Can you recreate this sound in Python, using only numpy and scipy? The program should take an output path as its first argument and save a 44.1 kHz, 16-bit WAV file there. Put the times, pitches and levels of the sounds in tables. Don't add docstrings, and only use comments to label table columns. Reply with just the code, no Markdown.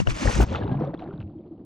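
import sys
import numpy as np
from scipy import signal
from scipy.fft import rfft, irfft
from scipy.io import wavfile
from scipy.ndimage import uniform_filter1d, map_coordinates

SR = 44100
rng = np.random.default_rng(int(sys.argv[2]) if len(sys.argv) > 2 else 0)


def makeup_ratio(level_db):
    decades = np.asarray(level_db, float) / 20
    return 10 ** decades


def wav_out(sig):
    wavfile.write(sys.argv[1], SR, np.round(np.clip(np.atleast_2d(sig).T, -1, 1) * 32767).astype(np.int16))


N = 72765

LEAD = 0.8
LEAD_REST = np.sqrt(1 - LEAD ** 2)
GLIDE = 0.04


def unit(x):
    return x / np.sqrt(np.mean(x ** 2) + 1e-20)


def along(points, hz):
    f, v = np.transpose(points)
    return np.interp(np.log(hz + 1), np.log(f + 1), v)


def curves(rows):
    s, *cols = np.transpose(rows)
    return [np.interp(np.arange(N) / SR, s, c) for c in cols]


def wobble(rate):
    knots = rng.standard_normal(int(N * rate / SR) + 4)
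    return map_coordinates(knots, [np.arange(N) * rate / SR])


def after(s, blur_s):
    return np.clip((np.arange(N) / SR - s) / blur_s + 0.5, 0, 1)


# frequency in Hz, phase scatter in radians.
PORT_PHASE = [(100, 0.083), (300, 1.66), (600, 2.35), (1200, 3), (2500, 1.62), (4500, 0.83), (10000, 1.8)]


def rush(spectrum, apart):
    hz = np.fft.rfftfreq(N, 1 / SR)
    z = rfft(rng.standard_normal((2, N))) * makeup_ratio(along(spectrum, hz))
    lagging = 1j * LEAD * z[0] + LEAD_REST * z[1]
    half_turn = np.clip(along(PORT_PHASE, hz), 0, 3) / 2
    mid, side = irfft(np.array([z[0], lagging * half_turn]), N)
    return unit(np.array([mid + apart * side, mid - apart * side]))


def rings(s, gain, hz, cycles, apart, size, glide=0, rise=0.65):
    start = np.clip(np.round(s * SR).astype(int), 0, N - 1)
    life = np.arange(size) / SR * (hz / cycles)[:, None]
    onset = 1 - np.exp(-life * cycles[:, None] / rise)
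    fade = np.cos(np.linspace(0, np.pi / 2, size))
    shape = gain[:, None] * makeup_ratio(-30 * life) * onset * fade
    phase = 2 * np.pi * cycles[:, None] * life * (1 + glide * life)
    lead = LEAD + LEAD_REST * rng.standard_normal(len(s))
    turn = (along(PORT_PHASE, hz) * apart[start] * lead)[:, None] / 2
    at = (start[:, None] + np.arange(size)).ravel()
    port = lambda sign: np.bincount(at, (shape * np.sin(phase + sign * turn)).ravel(), N + size)[:N]
    return np.array([port(1), port(-1)])


def swarm(spectrum, apart, count, size, cycles, scatter_db):
    r = rng.random((count, 4))
    lo, hi = spectrum[0][0], spectrum[-1][0]
    hz = lo * (hi / lo) ** r[:, 1]
    gain = hz * makeup_ratio(along(spectrum, hz) - scatter_db * np.log(r[:, 2] + 0.04))
    x = rings(r[:, 0] * N / SR, gain, hz, cycles * (0.5 + r[:, 3]), apart, size, glide=GLIDE, rise=0.81)
    peak_db = max(db for _, db in spectrum)
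    edge_db = np.minimum(along(spectrum, np.fft.rfftfreq(N, 1 / SR)) - peak_db + 18, 0)
    return unit(irfft(rfft(x) * makeup_ratio(edge_db), N))


# time in seconds, difference (0 = none, about 1
PORT_CONTRAST = [(0, 1.1), (.45, 0.58), (.6, 0.42), (1.0, 0.2), (1.1, 0.02), (1.25, 0.01), (1.65, 0.01)]


def ports():
    return np.clip(curves(PORT_CONTRAST)[0], 0, 2)


# start in seconds, peak in dB, ring in Hz, t60 in seconds,
# right port over left (signed).
SLAPS = [
    (.001, -10, 140, .06, -.3),
    (.0165, -13, 178, .09, -.55),
    (.0755, -8, 105, .14, -.55),
    (.113, -22, 36, .3, .8),
    (.3625, -12, 130, .04, -.1),
    (.381, -12, 70, .07, -.1),
    (.4315, -11, 200, .03, 4),
]
# frequency in Hz, level in dB, t60 in seconds.
HOUSING_RING = [(2900, -15, .011), (5600, -31, .01)]
SPLAT_S, SPLAT_SPRAY_DB = 0.0725, -4


def spatter(size):
    noise = rng.standard_normal(size)
    for width in (12, 9, 7):
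        noise = uniform_filter1d(noise, size=width)
    return noise


def slaps():
    out = np.zeros((2, N + SR))
    t = np.arange(SR // 5) / SR

    def place(s, sound):
        out[:, round(s * SR):][:, :len(t)] += sound

    for s, db, hz, t60, right in SLAPS:
        rock = np.sin(2 * np.pi * hz * t * (1 + 3 * t)) * makeup_ratio(-60 * t / t60 - 900 * t ** 2)
        drops = 0.3 * makeup_ratio(-60 * t / 0.03) * np.minimum(t / 0.001, 1) * spatter(len(t))
        place(s, makeup_ratio(db) * (rock + drops) * np.array([[1], [right]]) / max(1, right))
    splat = sum(makeup_ratio(db - 60 * t / t60) * np.sin(2 * np.pi * hz * t) for hz, db, t60 in HOUSING_RING)
    splat = splat * (1 - np.exp(-t / 0.0008))
    place(SPLAT_S, splat * np.array([[1.5], [0.4]]))
    wet = makeup_ratio(SPLAT_SPRAY_DB) * np.exp(-((t - 0.004) / 0.002) ** 2) * spatter(len(t))
    place(SPLAT_S - 0.003, wet * np.array([[1.5], [-0.4]]))
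    return out[:, :N]


# start in seconds, peak in dB, pitch in Hz, life in cycles.
TICKS = [(.001, -19, 2700, 12), (.002, -10, 450, 1.86), (.008, -35.5, 2950, 15), (.107, -15.5, 2340, 4.5),
         (0.152, -37, 1600, 11), (0.154, -44, 2150, 6.4), (.162, -27.5, 600, 15), (.275, -13, 1720, 6.2),
         (0.3736, -31, 2200, 5.4), (.412, -20.5, 2700, 8), (0.548, -16, 1300, 6.6),
         (0.5588, -17.5, 2500, 3.2), (.585, -37, 760, 8), (.607, -46.5, 2830, 6), (.619, -33.5, 1620, 22),
         (.643, -42.5, 3500, 8), (.668, -26, 700, 2.7), (.68, -42.5, 2280, 4.7), (.7147, -47, 2600, 5),
         (.743, -21, 750, 4.5), (0.773, -41.5, 2200, 7.3), (.797, -30.5, 665, 15), (.801, -50.5, 5200, 8.5),
         (.82, -26, 900, 6.4), (0.846, -60, 5600, 40), (.874, -48, 3500, 12), (.935, -25.5, 600, 6.5),
         (0.942, -46.5, 3600, 10), (0.976, -51, 3290, 19), (.975, -79.5, 5600, 27), (0.991, -71, 5550, 54),
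         (.99, -50, 3900, 37), (.995, -38, 2300, 5), (1.008, -70, 5600, 22), (1.0223, -41, 2710, 5.9),
         (1.041, -52, 3800, 12), (1.076, -46, 1600, 8), (1.138, -49, 1450, 9), (1.1777, -51, 3600, 12),
         (1.216, -47, 2670, 11.5), (1.226, -47.5, 2500, 6.5), (1.297, -52.5, 1250, 6),
         (1.34, -52, 780, 7.6), (1.467, -60.5, 1150, 12), (1.522, -63, 1220, 10), (1.593, -55.5, 1020, 7)]
# start in seconds, peak in dB, pitch in Hz, life in cycles.
GULPS = [
    (.613, -19, 130, 1.5),
    (.692, -15.5, 130, 2),
    (0.719, -11.5, 150, 2.4),
]


def ticks():
    s, db, hz, life = np.transpose(TICKS + GULPS)
    rise = 0.17 * life[:, None] + 0.3
    return rings(s, makeup_ratio(db + 6.5), hz, life, 1.2 * ports(), size=1500, glide=GLIDE, rise=rise)


# time in seconds, level in dB.
SPRAY = [(0, -36), (.045, -56.5), (.085, -44.5), (.1, -35.5), (.12, -39), (.135, -45.5), (.19, -37.5),
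         (.28, -32.5), (.36, -35), (.43, -37), (.455, -54.5), (.53, -46.5), (.6, -51.5), (.8, -68.5),
         (.9, -74.5), (1.1, -72), (1.24, -80.5), (1.65, -87)]
# frequency in Hz, density in dB per Hz.
FIZZ = [(530, -27), (900, -4), (2690, -7), (3710, -13.5), (6270, -11), (11200, -32.5), (14100, -51.5),
        (15500, -72.5)]
# frequency in Hz, density in dB per Hz.
CRACKLE = [(1100, -27), (1700, -8), (2700, -6.5), (3700, -8), (4250, -16.5), (4500, -26), (7500, -35.5),
           (9000, -120)]
SUBMERGED_S = 0.542
WETTED_S, FILM_HZ = 0.447, 8200


def spray():
    db, apart, under = curves(SPRAY)[0], ports(), after(SUBMERGED_S, 0.15)
    fizz = 0.8 * swarm(FIZZ, apart, count=3500, size=150, cycles=4, scatter_db=4) + rush(FIZZ, apart)
    film = irfft(rfft(fizz) / (1 + (np.fft.rfftfreq(N, 1 / SR) / FILM_HZ) ** 16), N)
    fizz = fizz + after(WETTED_S, 0.01) * (film - fizz)
    crackle = swarm(CRACKLE, apart, count=700, size=400, cycles=11, scatter_db=4.5)
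    crackle = crackle + 0.65 * rush(CRACKLE, apart)
    return makeup_ratio(db - 1.5 + 1.5 * wobble(45)) * ((1 - under) * fizz + under * crackle)


# time in seconds, level in dB.
CHURN = [(0, -19.5), (.035, -65), (.06, -40.5), (.075, -31), (.135, -42.5), (.2, -37), (.27, -23.5),
         (.32, -33), (.425, -25), (.455, -38.5), (.52, -35), (.65, -32), (.78, -38), (.84, -32.5),
         (.92, -38.5), (1.05, -41), (1.25, -43), (1.65, -43.5)]
# frequency in Hz, density in dB per Hz.
CHURN_NEAR = [(120, -36.5), (200, -2), (355, -3.5), (783, -9.5), (1860, -27), (3500, -38.5), (4550, -45.5),
              (7700, -120)]
# frequency in Hz, density in dB per Hz.
CHURN_FAR = [(25, -17), (200, -5.5), (320, 0.5), (400, -15.5), (690, -19.5), (1400, -41.5), (1800, -52.5),
             (4800, -57.5), (7000, -120)]
LOUD_DB, QUIET_DB = -33, -43


def churn():
    db, apart = curves(CHURN)[0], ports()
    near = np.clip((db - QUIET_DB) / (LOUD_DB - QUIET_DB), 0, 1)
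    close = swarm(CHURN_NEAR, apart, count=1300, size=1200, cycles=6, scatter_db=3.5)
    close = close + 0.55 * rush(CHURN_NEAR, apart)
    far = 0.6 * swarm(CHURN_FAR, apart, count=900, size=2500, cycles=7, scatter_db=1.5)
    far = far + rush(CHURN_FAR, apart)
    swell = makeup_ratio(db - 1.5 + 2.2 * wobble(30))
    return swell * (np.sqrt(near) * close + np.sqrt(1 - near) * far) * makeup_ratio([[1.2], [-1.2]] * apart)


# start in seconds, length in seconds, level in dB,
# pitch in Hz, left over right in dB.
SURGES = [
    (0.063, 0.041, -36.5, 43.7, -4),
    (0.239, 0.065, -20, 55.7, 5.5),
    (0.329, 0.058, -27.5, 50.7, 8),
    (0.37, 0.081, -15.5, 57, 2.5),
]
SURGE_OVERTONES = [-8.5, -15, -15, -22]
SURGE_SKEW = 0.74


def surges():
    out, t = np.zeros((2, N)), np.arange(N) / SR
    for s, length, db, hz, pan in SURGES:
        u = np.clip((t - s) / length, 0, 1)
        phase = 2 * np.pi * hz * (t - s) + 0.5 * wobble(29.6)
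        tone = np.sin(phase)
        for k, overtone_db in enumerate(SURGE_OVERTONES):
            level = makeup_ratio(overtone_db + 4.15 * wobble(40))
            tone += level * np.sin((k + 2) * phase + SURGE_SKEW * k + 0.99 * wobble(25))
        swell = np.sin(np.pi * u ** 1.1) ** 0.85
        out += makeup_ratio(db + 4.5) * swell * tone * makeup_ratio([[pan / 2], [-pan / 2]])
    return out


# start in seconds, peak in dB, pitch in Hz, life in cycles.
BUBBLES = [(0.22, -13.5, 222, 4.3), (0.406, -21, 1446, 16.3), (.517, -20.5, 517, 13), (.546, -27, 814, 18),
           (.645, -11, 284, 2.45), (.711, -44.5, 1598, 140), (.746, -13, 202, 3.1), (0.821, -21, 489, 8.5),
           (.873, -23.5, 542, 17), (0.943, -13, 317, 3.2), (1.021, -26.5, 703, 15), (1.083, -33, 391.5, 44),
           (1.109, -39.5, 1344, 15), (1.137, -15.5, 157.2, 2.4), (1.354, -31.5, 310, 27),
           (1.51, -29.5, 318.4, 17)]


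def bubbles():
    s, db, hz, life = np.transpose(BUBBLES)
    return rings(s, makeup_ratio(db + 1.5), hz, life, 0.61 * ports(), size=4000, glide=GLIDE, rise=0.87)


# start in seconds, level in dB, length in seconds,
# brightness in dB.
GUSHES = [(0.27, -31.5, 0.0087, -9), (0.469, -42.5, 0.062, -4), (0.535, -33.5, 0.051, -13),
          (0.553, -40, 0.0099, -5), (0.711, -43, 0.026, -13.5), (0.746, -34.5, 0.0088, -32.5),
          (0.77, -48, 0.0087, -11), (0.803, -52, 0.013, -10), (0.827, -46, 0.037, -16.5),
          (0.842, -43.5, 0.02, -22.5), (0.938, -33.5, 0.012, -23.5), (0.989, -45.5, 0.024, -10.5),
          (1.02, -44, 0.027, -30), (1.074, -45.5, 0.011, -21), (1.124, -50, 0.014, -17),
          (1.135, -52, 0.0064, -35), (1.201, -44.5, 0.013, -11.5), (1.224, -55, 0.005, -10)]


def gushes():
    t, apart = np.arange(N) / SR, ports()
    low, high = np.zeros(N), np.zeros(N)
    for s, db, length, bright_db in GUSHES:
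        u = np.clip((t - s) / length, 0, 30)
        swell = u * np.exp(-2.5 * u)
        low += makeup_ratio(db + 9.0) * swell
        high += makeup_ratio(db + bright_db + 9.5) * swell
    dull_spectrum = [(200, -12), (350, 0), (900, -5), (1700, -16)]  # (Hz, dB per Hz)
    dull = swarm(dull_spectrum, apart, count=3500, size=500, cycles=3, scatter_db=1.5)
    bright = swarm(CRACKLE, apart, count=5000, size=200, cycles=6, scatter_db=2)
    return 2 * (low * dull + high * bright)


# time in seconds, pitch in Hz, level in dB.
POCKET = [(.45, 67.67, -36), (.5, 73.72, -32), (.6, 92.67, -32.5), (.645, 104.5, -24), (.69, 111, -33),
          (.76, 148.4, -27), (.88, 159.9, -33), (.94, 169.8, -40.5), (1.03, 163.4, -48), (1.15, 150, -42),
          (1.22, 109, -39), (1.27, 92.5, -40.5), (1.33, 102.2, -49), (1.65, 102.3, -66.5)]
POCKET_OVERTONES = [-12, -18]
POCKET_JITTER, POCKET_ROUGH, POCKET_SLOSH_DB = 0.08, 0.8, -4


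def pocket():
    hz, db = curves(POCKET)
    phase = 2 * np.pi * np.cumsum(hz * (1 + POCKET_JITTER * wobble(40))) / SR
    rough = POCKET_ROUGH * (wobble(60) * np.sin(phase) + wobble(60) * np.cos(phase))
    tone = np.sin(phase) + rough
    for k, overtone_db in enumerate(POCKET_OVERTONES):
        tone += makeup_ratio(overtone_db + 5 * wobble(30)) * np.sin((k + 2) * phase + wobble(13))
    slosh_spectrum = [(20, -26.0), (60, -4.5), (140, 1.5), (220, -7), (400, -77.0)]  # (Hz, dB per Hz)
    slosh = rush(slosh_spectrum, 0.8 * ports())
    throb = unit(tone) * after(0.471, 0.011) + makeup_ratio(POCKET_SLOSH_DB) * slosh
    return makeup_ratio(db) * throb * makeup_ratio([[1.5], [-1.5]] * ports())


def scene():
    return slaps() + ticks() + spray() + churn() + surges() + bubbles() + gushes() + pocket()


def low_pass(x):
    return signal.sosfilt(signal.butter(12, 15730, fs=SR, output="sos"), x)


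# time in seconds, peak in dB.
OVERLOADS = [(.4059, -30), (.4165, -25), (.422, -29), (.4325, -27), (.438, -32), (.5328, -56), (.5377, -54),
             (.5487, -51), (.411, -38), (1.6498, -50)]
HISS_DB = -106


def record(dry):
    clicks = np.zeros(N)
    for s, db in OVERLOADS:
        clicks[round(s * SR)] = makeup_ratio(db + 6)
    hiss = makeup_ratio(HISS_DB) * rng.standard_normal(N)
    mix = dry + clicks * np.array([[0.5], [1.3]]) + hiss
    return low_pass(mix)


dry = scene()
out = record(dry)
wav_out(out)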